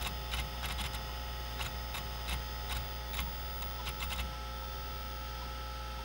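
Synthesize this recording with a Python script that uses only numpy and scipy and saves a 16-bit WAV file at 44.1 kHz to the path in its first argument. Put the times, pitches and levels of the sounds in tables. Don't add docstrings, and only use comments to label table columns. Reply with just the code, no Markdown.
import sys
import numpy as np
from scipy import signal
from scipy.fft import rfft, irfft
from scipy.io import wavfile
from scipy.ndimage import uniform_filter1d

SR = 44100
rng = np.random.default_rng(int(sys.argv[2]) if len(sys.argv) > 2 else 0)


def to_linear_factor(level_db):
    exponent = np.asarray(level_db, float) / 20
    return 10 ** exponent


def store_wav(level_fs):
    pcm = np.round(np.clip(np.atleast_2d(level_fs), -1, 1) * 32767)
    wavfile.write(sys.argv[1], SR, pcm.T.astype(np.int16))


N = 266364
T = np.arange(N) / SR
SPINDLE_HZ, LINE_HZ = 60.0012, 15700.7

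# (start [s], brake [s], travel level [dB], direction [+1 out, -1 back])
HEAD_SEEKS = [(0.012, 0.028, -41, 1), (0.047, 0.0757, -36.5, -1), (0.3172, 0.3463, -38, 1),
              (0.37, 0.401, -39, -1), (0.629, 0.6572, -38, 1), (0.6857, 0.7226, -40, -1),
              (0.784, 0.8147, -38, 1), (0.839, 0.864, -38.5, -1), (0.933, 0.95, -41, -1),
              (1.5933, 1.624, -38.5, 1), (1.647, 1.663, -40.5, -1), (1.942, 1.9537, -39.5, 1),
              (1.9663, 1.9817, -39.5, -1), (2.2794, 2.2963, -40, 1), (2.309, 2.3377, -38.5, -1),
              (2.696, 2.726, -38, 1), (2.75, 2.77, -41, -1), (3.133, 3.149, -42, 1),
              (3.169, 3.205, -38.5, -1), (3.622, 3.623, -43.5, -1), (3.8575, 3.8907, -39, 1),
              (4.003, 4.04, -40, -1), (4.102, 4.1334, -39, 1), (4.161, 4.157, -49, -1),
              (4.179, 4.205, -39.5, -1)]


def unit(x):
    return x / np.sqrt(np.mean(x ** 2))


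def walk(rate_hz):
    k = int(SR / rate_hz)
    held = np.repeat(rng.standard_normal(N // k + 1), k)
    return unit(uniform_filter1d(uniform_filter1d(held, k), k)[:N])


def ring(x, hz, width_hz):
    return signal.lfilter(*signal.iirpeak(hz, hz / width_hz, fs=SR), x)


def tones(rows, base_hz, away, wobble_db, phases={}):
    out, step = np.zeros(N), 2048
    for k, close_db, away_db in rows:
        start = phases.get(k, rng.uniform(0, 2 * np.pi))
        waver = 2 * uniform_filter1d(rng.standard_normal(len(T[::step])), size=4)
        db = close_db + (away_db - close_db) * away[::step]
        if k not in phases:
            db = db + wobble_db * waver
        level = np.interp(T, T[::step], to_linear_factor(db))
        out += np.sqrt(2) * level * np.sin(2 * np.pi * base_hz * k * T + start)
    return out


def spindle(away):
    # (multiple of the spindle rate, close level [dB], away level [dB])
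    partials = [(1, -42, -43), (2, -53, -55), (3, -67, -68), (4, -69, -67), (11, -67, -70), (12, -59, -64),
                (24, -68, -72), (25, -73, -71), (28, -72, -77), (29, -76, -73), (30, -77, -75),
                (36, -68, -69), (42, -69, -78), (50, -71, -77), (60, -73, -75), (62, -72, -75),
                (64, -73, -88), (72, -73, -72), (74, -79, -75), (78, -67, -68), (80, -65, -67),
                (82, -74, -79), (84, -62, -65), (86, -60, -64), (88, -72, -73), (90, -77, -70),
                (92, -86, -75), (96, -81, -75), (98, -72, -73), (102, -73, -76)]
    hum_phase = {1: -2.472, 2: -2.805}
    return tones(partials, SPINDLE_HZ, away, 1.8, hum_phase)


def balls(away):
    # (frequency [Hz], close level [dB], away level [dB])
    partials = [(934, -66, -68), (1090, -65, -71), (1401, -70, -70), (1462, -66, -69), (1713, -72, -71),
                (1886, -66, -82), (1930, -66, -70), (2143, -71, -72), (2309, -76, -71), (2567, -71, -70),
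                (2703, -81, -71), (2734, -68, -70), (2780, -68, -72), (2885, -75, -72), (2947, -63, -69),
                (3074, -71, -73), (3091, -69, -71), (3159, -69, -65), (3247, -71, -71), (3265, -68, -69),
                (3470, -66, -73), (3496, -64, -67), (3522, -72, -72), (3583, -65, -69), (4644, -84, -70),
                (4856, -70, -82), (6385, -73, -92), (7820, -102, -82), (7880, -102, -85), (8474, -83, -84)]
    return tones(partials, 1, away, 2.1)


def fan(away):
    # (multiple of the base rate, close level [dB], away level [dB])
    partials = [(3, -65, -68), (4, -53, -54), (6, -57, -58), (7, -74, -73), (8, -69, -68), (9, -62, -67),
                (10, -66, -73), (11, -78, -75), (13, -76, -76), (30, -79, -86)]
    return tones(partials, 212.07, away, 0.21)


def motor(motor_away):
    # (multiple of the drive rate, close level [dB], away level [dB])
    partials = [(2, -58, -57), (3, -78, -73), (4, -74, -75), (5, -58, -51), (6, -71, -65), (7, -67, -67),
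                (8, -77, -79), (11, -77, -78), (16, -83, -81), (17, -75, -84)]
    return tones(partials, 264.3, motor_away, 0.54)


def repeats():
    turns = [(735, 0.26), (1871, 0.46), (2417, 0.16)]
    return sum(share * np.resize(rng.standard_normal(period), N) for period, share in turns)


def air(away):
    # (frequency [Hz], close density [dB per Hz], away density [dB per Hz])
    colour = np.array([(40, -76, -90), (90, -82.5, -89), (137, -82, -80.5), (375, -85, -86.5),
                       (607, -88.5, -91), (900, -86, -85), (1080, -92.5, -95.5), (1410, -90.5, -90.5),
                       (2240, -91.5, -92.5), (3540, -86.5, -88), (4000, -96.5, -94), (5160, -96.5, -93.5),
                       (7650, -105, -110), (10600, -107, -112)])
    # (frequency [Hz], width [Hz], close level
    # [dB], away level [dB])
    casting = [(396.3, 53, -61, -62), (6460, 280, -68.5, -69), (9220, 1160, -69.5, -69),
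               (11160, 560, -73.5, -83), (12700, 2200, -72, -74), (13600, 190, -68.5, -70.5),
               (14000, 900, -72, -78), (5030, 630, -61, -79), (15630, 180, -65, -72)]
    log_hz = np.log(np.maximum(np.arange(N // 2 + 1) * SR / N, 1))
    noise = rfft(rng.standard_normal(N) + repeats()) * np.sqrt(SR / 2)
    close = irfft(noise * to_linear_factor(np.interp(log_hz, np.log(colour[:, 0]), colour[:, 1])), N)
    far = irfft(noise * to_linear_factor(np.interp(log_hz, np.log(colour[:, 0]), colour[:, 2])), N)
    flicker = to_linear_factor(0.5 * walk(6.14))
    hiss = (close + away * (far - close)) * flicker
    for hz, width_hz, close_db, away_db in casting:
        mode = unit(ring(ring(rng.standard_normal(N), hz, width_hz), hz, width_hz))
        hiss += mode * to_linear_factor(close_db + away * (away_db - close_db))
    return hiss


def monitor():
    # (time [s], level [dB])
    whistle = [(0.0, -53), (0.76, -59), (1.98, -53), (2.14, -56), (2.88, -50), (2.98, -52), (3.03, -64),
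               (3.11, -46), (3.46, -49), (3.65, -44), (3.83, -54), (4.07, -47), (4.42, -70), (4.59, -52),
               (4.95, -51), (5.21, -53), (5.82, -65), (6.04, -63)]
    level = to_linear_factor(np.interp(T, *np.transpose(whistle)))
    side = to_linear_factor(-71) * np.sin(2 * np.pi * (LINE_HZ - SPINDLE_HZ) * T)
    return np.sqrt(2) * (level * np.sin(2 * np.pi * LINE_HZ * T) + side)


def burst(t, at, rise, fall):
    return np.where(t < at, np.exp(-((at - t) / rise) ** 2), np.exp(-np.maximum(t - at, 0) / fall))


def body(x, modes, scatter_db, broad_db):
    centre_hz = np.mean(np.array(modes)[:, 0])
    modes = [(centre_hz, 5000, broad_db)] + list(modes)
    gains = to_linear_factor(np.array(modes)[:, 2] + scatter_db * rng.standard_normal(len(modes)))
    rms = np.sqrt(np.sum(gains ** 2 * np.array(modes)[:, 1]) * np.pi / SR)
    return sum((-1) ** k * gains[k] * ring(x, hz, w) for k, (hz, w, _) in enumerate(modes)) / rms


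def seeks():
    # (frequency [Hz], width [Hz], level [dB])
    arm_modes = [(817, 174, -3), (1103, 69, -1), (1411, 190, -3), (2096, 53, 0), (2334, 96, -1.5),
                 (2650, 72, -0.5), (3015, 58, 0.5), (3304, 60, -2), (3730, 240, -2.5), (4180, 120, -18),
                 (5160, 200, -9.5), (5860, 62, -14), (6270, 350, -13)]
    # (frequency [Hz], width [Hz], level [dB])
    tick_modes = [(3770, 170, 0), (7300, 500, 0), (7700, 480, 0.5), (9100, 280, -10), (9750, 500, -15),
                  (11200, 290, -16), (13750, 400, -13)]
    # (frequency [Hz], width [Hz], level [dB])
    brake_modes = [(3780, 280, -3), (5000, 410, -7.5), (6910, 78, -2), (8650, 850, -10.5),
                   (9570, 640, -7.5), (11240, 250, 0.5), (12400, 300, -11), (13900, 340, -9)]
    sway_modes = [(3730, 130, 0.5), (4050, 160, -10)]
    bend_modes = [(2810, 220, 13), (3100, 270, 2), (2130, 180, 8)]
    knock_modes = [(950, 150, 0), (1120, 150, 0)]
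    out, push, span = np.zeros(N + SR), np.zeros(N), SR // 6
    for start, brake, travel_db, way in HEAD_SEEKS:
        first, length = max(int((start - 0.01) * SR), 0), max(brake - start, 1 / SR)
        tick_db, brake_db = (-57, -40.5) if way > 0 else (-47, -41.5)
        braking = to_linear_factor(brake_db) * min(length / 0.005, 1)
        t = (first + np.arange(span)) / SR
        moving = t > start
        slips = rng.random((5, span)) < 2500 / SR
        grit = rng.standard_normal((5, span)) * (0.5 + 3.2 * slips) / 1.1
        fastest = burst(t, brake - 0.31 * length, 0.33 * length, 0.0098) * moving
        speed = (moving * 0.47 + 0.54 * fastest) * burst(t, brake + 0.0044, 1, 0.011)
        tick = burst(t, start + 0.00038, 0.00075, 0.0023)
        stop = burst(t, brake, 0.0042, 0.004)
        stop += 0.25 * burst(t, brake - 0.007, 0.0017, 0.0033) * moving
        sway = burst(t, start + 0.0026, 0.006, 0.0059)
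        sway += 0.74 * burst(t, brake + 0.0033, 0.0029, 0.0022)
        bend = fastest ** 2 * min(length / 0.034, 1)
        knock = stop * np.exp(-length / 0.0077)
        arm = to_linear_factor(2.5) * body(grit[0] * (speed + 0.48 * tick), arm_modes, scatter_db=1.5, broad_db=-16)
        arm += to_linear_factor(-5) * body(grit[1] * sway, sway_modes, scatter_db=4, broad_db=-39)
        arm += body(grit[2] * bend, bend_modes, scatter_db=3.5, broad_db=-47)
        arm += to_linear_factor(4) * body(grit[2] * knock, knock_modes, scatter_db=2, broad_db=-30)
        rustle = to_linear_factor(travel_db - 13.5) * speed + to_linear_factor(tick_db + 4.5) * tick
        head = body(grit[3] * rustle, tick_modes, scatter_db=3.5, broad_db=-4)
        head += body(grit[4] * braking * stop, brake_modes, scatter_db=3.5, broad_db=-35)
        out[first:first + span] += to_linear_factor(travel_db) * arm + head
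        throw = np.sign(way) * (0.44 + 0.83 * min(length / 0.023, 1))
        push[int((brake - 0.012) * SR)] -= 0.58 * throw
        push[int((brake - 0.004) * SR)] += 1.02 * throw
    return out[:N] + to_linear_factor(-43.5) * chassis(push)


def chassis(push):
    # (frequency [Hz], level [dB], 60 dB decay time [s])
    modes = [(64.9, 2.5, 0.39), (96, 4.5, 0.059), (117, -13, 0.19), (139, -1, 0.52), (178.6, -28.5, 0.23),
             (200, -7.5, 0.3), (241, -5, 0.28)]
    soft = signal.fftconvolve(push, np.hanning(int(0.0021 * SR)) / (0.0016 * SR))[:N]
    t = T[:SR // 2]
    thump = np.zeros(len(t))
    for hz, db, t60 in modes:
        thump += to_linear_factor(db) * np.sin(2 * np.pi * hz * t) * np.exp(-np.log(1000) * t / t60)
    return signal.fftconvolve(soft, thump)[:N]


def panels():
    shiver = np.sqrt(sum(burst(T, brake + 0.033, 0.0085, 0.041) for _, brake, _, _ in HEAD_SEEKS))
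    panel_modes = [(147.5, 15, 6), (200, 26, -3), (113, 16, 7)]
    rattle = body(rng.standard_normal(N), panel_modes, scatter_db=5.5, broad_db=-56)
    return to_linear_factor(-49.5) * shiver * rattle


def chirps():
    # (time [s], level [dB], end frequency [Hz])
    squeaks = [
        (0.547, -53, 940),
        (1.097, -49, 977),
        (2.19, -54, 930),
        (3.277, -46, 906),
        (3.803, -44, 950),
        (4.338, -52, 990),
        (4.632, -48, 900),
        (5.428, -47, 954),
        (5.998, -47, 875),
    ]
    out, length, fall_hz = np.zeros(N), 0.042, 61
    for at, db, end_hz in squeaks:
        u = np.clip((T - at) / length + 0.5, 0, 1)
        cycles = length * ((end_hz + fall_hz) * u - fall_hz * u ** 2 / 2)
        out += to_linear_factor(db + 1) * np.sin(np.pi * u) ** 2 * np.sin(2 * np.pi * cycles)
    return out


def scene():
    # (time [s], distance [0 close, 1 backed away], the same as it acts on the motor tones)
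    path = [
        (0, 0, -0.14),
        (1.0, 0, 0.025),
        (2.0, 0.02, -0.12),
        (2.7, 0.016, 0.18),
        (3.05, 0.49, -0.57),
        (3.45, 0.26, 0.49),
        (3.9, 0.62, 0.7),
        (4.4, 1, 0.9),
        (5.0, 1, 0.97),
        (6.04, 1, 0.95),
    ]
    s, *shares = np.transpose(path)
    away, motor_away = (np.clip(np.interp(T, s, share), -1, 1) for share in shares)
    hum = spindle(away) + balls(away) + fan(away) + motor(motor_away)
    mix = hum + air(np.maximum(away, 0)) + monitor() + seeks() + panels() + chirps()
    return mix[None]


def gated(x):
    # (frequency [Hz], level [dB])
    threshold = [(13800, -27), (14300, -28), (14450, -24), (15400, -22)]
    hz, _, frames = signal.stft(x[0], SR, nperseg=2048)
    power = np.abs(frames) ** 2
    whistle = power[np.abs(hz - LINE_HZ) < 50].sum(axis=0)
    for low_hz in np.arange(13750, 15400, 215):
        band = (hz >= low_hz) & (hz < low_hz + 215)
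        limit = whistle * to_linear_factor(np.interp(low_hz, *np.transpose(threshold))) ** 2
        frames[band] *= power[band].sum(axis=0) > limit
    frames[hz > 15790] = 0
    return signal.istft(frames, SR, nperseg=2048)[1][None, :N]


def low_pass(x):
    return signal.sosfilt(signal.butter(12, 16740, fs=SR, output="sos"), x)


def record(dry):
    bass_cut = signal.butter(4, 37, "high", fs=SR, output="sos")
    mix = gated(signal.sosfiltfilt(bass_cut, dry))
    return low_pass(mix)


dry = scene()
out = record(dry)
store_wav(out)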